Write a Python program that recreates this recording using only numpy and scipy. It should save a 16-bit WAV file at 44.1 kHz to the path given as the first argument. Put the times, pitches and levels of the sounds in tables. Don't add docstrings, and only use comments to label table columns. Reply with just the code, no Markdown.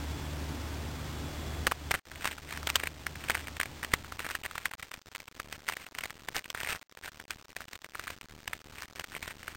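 import sys
import numpy as np
from scipy import signal
from scipy.fft import rfft, irfft
from scipy.io import wavfile
from scipy.ndimage import uniform_filter1d

SR = 44100
rng = np.random.default_rng(int(sys.argv[2]) if len(sys.argv) > 2 else 0)


def undo_db(level):
    steps = np.asarray(level, float) / 20
    return 10 ** steps


def store_wav(level_fs):
    pcm = np.round(np.clip(np.atleast_2d(level_fs), -1, 1) * 32767)
    wavfile.write(sys.argv[1], SR, pcm.T.astype(np.int16))


N = 421596

# t/s, peak level/dB, ring f/Hz, thud in the hand re peak/dB, bright crack re peak/dB
TEAR_SNAPS = [(1.6696, -11, 1920, -11, -5), (1.6751, -16, 1290, -8, -6), (1.7147, -20, 1490, -14, -16),
              (1.7202, -15, 1140, -19, -16), (1.911, -16, 1780, -15, -8), (1.9151, -13, 2120, -16, -5),
              (1.9414, -16, 1920, -17, -13), (1.9467, -19, 2120, -16, -14), (1.9513, -19, 1810, -23, -17),
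              (2.2449, -21, 1630, -17, -4), (2.2554, -15, 1580, -17, -11), (2.2754, -20, 1550, -17, -6),
              (2.6722, -15, 3320, -11, 2), (2.7013, -16, 2530, -25, -4), (2.7576, -9, 2980, -35, -7),
              (2.7638, -18, 2640, -20, -6), (2.8364, -18, 2030, -13, -11), (2.8726, -18, 2330, -23, -17)]
FOLD_SNAPS = [(3.0673, -18, 1780, -20, -8), (3.2864, -23, 2420, -17, -14), (3.2988, -13, 1650, -16, -10),
              (3.3056, -15, 2040, -18, -12), (3.3519, -15, 1910, -23, -21), (3.6009, -15, 1870, -19, -9),
              (3.6131, -16, 2100, -30, -12), (3.6325, -20, 2010, -29, -15), (3.831, -22, 1960, -19, -4),
              (3.8476, -23, 1920, -16, -9), (3.938, -8, 1900, -10, -3), (4.2656, -23, 1740, -15, -16),
              (4.3521, -19, 1710, -21, -9), (4.453, -23, 1710, -15, -4), (4.4619, -21, 1950, -25, -19),
              (4.581, -20, 1940, -21, -9), (4.6571, -14, 1780, -23, -18)]
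KNEAD_SNAPS = [(5.4001, -23, 1460, -12, -9), (5.6878, -16, 1970, -21, -9), (5.6976, -22, 1570, -13, -9),
               (5.9866, -20, 1980, -23, -4), (6.0377, -21, 2250, -22, -8), (6.2868, -20, 1760, -13, -15),
               (6.3655, -19, 2790, -13, 2), (6.5027, -22, 2400, -21, -3), (6.5489, -21, 1550, -19, -11),
               (6.6334, -23, 2740, -11, -6), (6.6479, -23, 1960, -25, -13), (6.6734, -22, 2190, -19, -13),
               (7.308, -21, 2510, -18, -2), (7.5662, -23, 1900, -23, -9), (8.4781, -20, 2070, -24, -10),
               (8.533, -19, 2100, -32, -10), (8.9972, -23, 1650, -16, -2), (9.2286, -23, 2350, -18, -3),
               (9.4808, -23, 1490, -24, -19)]
# t/s, peak level/dB
TEAR_TICKS = [(2.1167, -32), (2.1583, -31), (2.2222, -30), (2.2601, -26), (2.2711, -27), (2.3132, -27),
              (2.3821, -30), (2.509, -30), (2.5263, -28), (2.5752, -24), (2.6305, -29), (2.6764, -26),
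              (2.6914, -25), (2.6958, -24), (2.7975, -31), (3.1568, -30), (3.2405, -28), (3.3171, -25),
              (3.3468, -24), (3.3715, -27), (3.4723, -27), (3.4827, -28), (3.5681, -29), (3.6575, -28),
              (3.8374, -25), (4.0466, -32), (4.1228, -26), (4.1937, -24), (4.2035, -26)]
KNEAD_TICKS = [(4.2468, -27), (4.2904, -27), (4.3017, -25), (4.3097, -24), (4.315, -25), (4.4366, -27),
               (4.512, -29), (4.5555, -26), (4.7138, -31), (4.7374, -26), (4.7972, -32), (4.8279, -27),
               (4.9159, -27), (4.9406, -29), (5.151, -25), (5.2032, -31), (5.2801, -34), (5.5266, -25),
               (5.7233, -25), (5.7692, -24), (5.8662, -31), (5.9503, -28), (6.0098, -28), (6.057, -26),
               (6.1061, -26), (6.352, -27), (6.393, -26), (6.4435, -32), (6.458, -31), (6.5756, -26)]
PULL_TICKS = [(6.6035, -24), (6.6121, -24), (6.6897, -24), (6.7302, -24), (6.9732, -33), (7.0588, -29),
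              (7.0793, -29), (7.2, -29), (7.6063, -28), (7.6839, -34), (7.7325, -29), (7.7551, -33),
              (7.8454, -28), (7.9539, -26), (7.9958, -24), (8.0794, -26), (8.1037, -26), (8.2125, -31),
              (8.784, -31), (8.8221, -26), (8.8332, -31), (8.9598, -32), (9.0102, -31), (9.0423, -27),
              (9.1512, -25), (9.1654, -25), (9.2786, -27), (9.3106, -31), (9.4314, -32), (9.5499, -34)]
# t/s, length/s, rustle level/dB
FLURRIES = [(1.906, 0.097, -58), (2.207, 0.13, -50.5), (2.477, 0.095, -50.5), (2.663, 0.093, -58),
            (2.75, .12, -55), (5.794, 0.054, -58), (3.2, 0.25, -54.5), (3.914, 0.046, -49.5),
            (4.19, 0.18, -53.5), (4.434, 0.016, -59), (4.495, .19, -60.5), (4.78, .17, -65),
            (5.109, 0.095, -67), (5.515, 0.054, -57.5), (5.666, 0.074, -50), (5.942, 0.11, -63.5),
            (6.346, 0.045, -42), (6.552, 0.3, -52), (6.673, 0.063, -45.5), (7.031, 0.06, -53),
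            (7.295, 0.047, -60.5), (7.569, 0.065, -62), (7.709, 0.04, -59.5), (7.937, 0.21, -59.5),
            (8.504, 0.058, -62), (8.764, 0.094, -57), (8.953, 0.073, -54.5), (9.117, 0.061, -52.5),
            (9.212, 0.11, -53), (9.399, 0.14, -62)]
# t/s, length/ms
LULLS = [(1.994, 59), (4.754, 27), (4.994, 21), (5.021, 38), (5.089, 26), (5.161, 19), (5.288, 25),
         (5.326, 19), (5.889, 22), (6.46, 19), (6.776, 18), (6.794, 19), (6.83, 65), (6.925, 26),
         (6.951, 21), (6.99, 22), (7.096, 22), (7.254, 26), (7.426, 19), (7.456, 26), (7.531, 19),
         (7.691, 22), (7.792, 25), (7.824, 21), (7.865, 23), (8.187, 25), (8.259, 26), (8.618, 24),
         (8.856, 24), (8.934, 18)]


def unit(x):
    return x / np.sqrt(np.mean(x ** 2))


def band(x, lo_hz, hi_hz):
    return signal.sosfilt(signal.butter(2, [lo_hz, hi_hz], "bandpass", fs=SR, output="sos"), x)


def clicks(s, peak_db, ring_hz, thud_db, crack_db, jostle_db):
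    lead, length = 256, 768
    t = (np.arange(length) - lead) / SR
    chance = rng.standard_normal((len(s), 4 + length))

    cycles = ring_hz[:, None] * t
    ring = np.cos(2 * np.pi * cycles + 2 * chance[:, :1])
    ring *= np.exp(-np.where(t < 0, (cycles / 0.65) ** 2, (np.abs(cycles) / 1.25) ** 1.3))

    crack = np.cos(2 * np.pi * 4900 * t + 2 * chance[:, 1:2]) * np.exp(-(t / 0.00019) ** 2)
    crack *= undo_db(crack_db + 2.5)[:, None]

    thud = np.cos(2 * np.pi * 520 * t + 2 * chance[:, 2:3]) * np.exp(-(t / 0.00065) ** 2)
    thud *= undo_db(thud_db + 5.5)[:, None]
    thud += undo_db(thud_db - 8)[:, None] * np.exp(-(t / 0.0021) ** 2)

    jostle = band(chance[:, 4:] ** 3, 820, 3300)
    jostle /= jostle.std(axis=1, keepdims=True)
    jostle *= np.where(t < 0, 1.1 * np.exp(t / 0.0015), np.exp(-t / 0.0031))
    jostle *= undo_db(jostle_db + 8.5)[:, None]

    shape = ring + crack + thud + jostle
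    strength = np.sqrt(uniform_filter1d(shape ** 2, size=24, axis=1).max(axis=1))
    shape *= (undo_db(peak_db - 2.0) / strength)[:, None]
    out = np.zeros(N + length)
    np.add.at(out, (s * SR).astype(int)[:, None] + np.arange(length), shape)
    return out[lead:N + lead]


def strong_snaps():
    s, peak_db, ring_hz, thud_db, crack_db = np.r_[TEAR_SNAPS, FOLD_SNAPS, KNEAD_SNAPS].T
    jostle_db = -10 + 0.3 * thud_db + 0.33 * crack_db
    return clicks(s, peak_db, ring_hz, thud_db, crack_db, jostle_db)


def lesser_ticks():
    # t/s, peak level/dB
    flurry_ticks = [(1.9563, -29), (2.2814, -28), (2.3182, -29), (2.8582, -30), (3.3583, -29),
                    (3.3779, -30), (4.2526, -27), (4.3483, -30), (4.3557, -29), (4.4474, -30),
                    (4.4566, -30), (4.6642, -29), (5.6816, -26), (5.7369, -29), (6.0459, -30),
                    (6.3557, -27), (6.3599, -25), (6.3789, -30), (6.6625, -29), (6.6981, -26),
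                    (6.7066, -28), (6.7128, -26), (6.7249, -25), (6.7497, -27), (6.7613, -30), (7.047, -32),
                    (7.6183, -34), (7.949, -30), (8.0393, -33), (8.0719, -29)]
    s, peak_db = np.r_[TEAR_TICKS, KNEAD_TICKS, PULL_TICKS, flurry_ticks, slips()].T
    chance = rng.standard_normal((len(s), 4)).T
    ring_hz = 1980 * np.exp(0.2 * chance[0])
    variety_db = 4 * chance[1:]
    thud_db, crack_db, jostle_db = np.array([[-20.], [-10.], [-19.]]) + variety_db
    return clicks(s, peak_db, ring_hz, thud_db, crack_db, jostle_db)


def slips():
    slips_per_s, most = 130, 28
    over_rustle_db, scatter_db = 14, 4.5
    start, length, db = np.transpose(FLURRIES)[:, :, None]
    chance = rng.random((len(start), most, 2))
    when, size = chance[..., 0], chance[..., 1]
    after = (np.arange(most) + when) / slips_per_s
    scatter = np.log(size / (1 - size)).clip(-4, 2) / 2
    peak_db = db + over_rustle_db + scatter_db * scatter
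    peak_db = peak_db - 200 * (after > length)
    return np.c_[(start + after).clip(0, N / SR - 1 / SR).ravel(), peak_db.ravel()]


def lull_ticks():
    start, ms = np.transpose(LULLS)
    s = np.r_[start - 0.001, start + ms / 1000 + 0.001]
    every = np.ones(len(s))
    return clicks(s, peak_db=-44.0 * every, ring_hz=1292.0 * every, thud_db=-8.5 * every,
                  crack_db=2.5 * every, jostle_db=-16.0 * every)


def rustle():
    knocks_per_s, hands_start_s, calm_db, edge_s = 900, 1.72, -63.5, 0.015
    when, size, sign = rng.random((3, N))
    knocks = (when < knocks_per_s / SR) * undo_db(-3.0 * np.log(1 - size)) * np.sign(sign - 0.5)
    t = np.arange(N) / SR
    busy = (t > hands_start_s) * undo_db(calm_db)
    for s, length, db in FLURRIES:
        inside = np.minimum(t - s, s + length - t)
        busy += undo_db(db) * np.clip(0.5 + inside / edge_s, 0, 1)
    grip = np.repeat(rng.standard_normal(N // 400 + 1), 400)[:N]
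    busy *= undo_db(2.6 * uniform_filter1d(grip, size=200))
    return busy * (unit(band(knocks, 1200, 2900)) + undo_db(-8.0) * unit(band(knocks, 300, 6500)))


def room():
    # f/Hz, level per Hz/dB
    tone = [(15, -38.5), (40, -12), (62, -11.5), (100, -5.5), (190, -15), (300, -11.5), (450, -19),
            (900, -21), (3000, -29), (7000, -33.5)]
    # f/Hz, rms level/dB, wobble width/Hz
    hum = [
        (74.7, -41, 4),
        (149.4, -50, 6),
        (236, -56, 12),
        (282, -56, 12),
        (847, -63, 8),
        (3404.6, -59.5, 4),
    ]
    hz, db = np.transpose(tone)
    f = np.fft.rfftfreq(N, 1 / SR)
    colour = undo_db(np.interp(np.log(f + 1), np.log(hz), db))
    out = undo_db(-41.5) * unit(irfft(rfft(rng.standard_normal(N)) * colour, N))
    for line_hz, line_db, width_hz in hum:
        resonance = 1 / (1 + ((f - line_hz) / (width_hz / 2)) ** 2)
        wobble = unit(irfft(rfft(rng.standard_normal(N)) * resonance, N))
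        steady = np.sqrt(2) * np.sin(2 * np.pi * line_hz * np.arange(N) / SR)
        out += undo_db(line_db) * (0.9 * steady + 0.3 * wobble)
    return out


def camera_gain():
    # t/s, level/dB
    gain = [(0, 0.5), (1.66, 1), (1.74, -11), (1.9, -2), (2.02, -19), (2.15, -7.5), (2.4, -12), (2.6, -2.5),
            (2.9, -11), (3.25, -5.5), (4.1, -10.5), (4.7, -18), (6.3, -14), (6.85, -18), (9.56, -15.5)]
    s, db = np.transpose(gain)
    return undo_db(np.interp(np.arange(N) / SR, s, db))


def background():
    hush_db, hush_s, lead_s, lull_db = -4, 0.014, 0.0045, -18
    still = np.zeros(N)
    for table in TEAR_SNAPS[1:], FOLD_SNAPS, KNEAD_SNAPS, TEAR_TICKS, KNEAD_TICKS, PULL_TICKS:
        for s, *_ in table:
            still[int((s - lead_s - hush_s) * SR):int((s - lead_s) * SR)] = hush_db
    for s, ms in LULLS:
        still[int(s * SR):int((s + ms / 1000) * SR)] = lull_db
    return undo_db(uniform_filter1d(still, size=44)) * (rustle() + camera_gain() * room())


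def scene():
    return (lesser_ticks() + lull_ticks() + strong_snaps() + background())[None]


def low_pass(x):
    return signal.sosfilt(signal.butter(12, 17000, fs=SR, output="sos"), x)


def record(dry):
    hold, step = 4, 1 / 128
    smooth = signal.sosfilt(signal.butter(2, 6500, fs=SR, output="sos"), dry)
    steps = np.round(smooth[:, ::hold] / step - 0.12) * step
    held = np.repeat(steps, hold, axis=1)[:, :N]
    power = uniform_filter1d(uniform_filter1d(held ** 2, size=500), size=1100)
    haze = np.repeat(rng.standard_normal(N // hold + 1), hold)[:N]
    haze *= np.repeat(undo_db(-15 * np.abs(rng.standard_normal(N // 512 + 1))), 512)[:N]
    held = held + undo_db(-14.5) * np.sqrt(np.clip(power, undo_db(-125), undo_db(-59))) * haze
    mix = signal.sosfiltfilt(signal.ellip(6, 0.2, 30, 16000, fs=SR, output="sos"), held)
    return low_pass(mix)


dry = scene()
out = record(dry)
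store_wav(out)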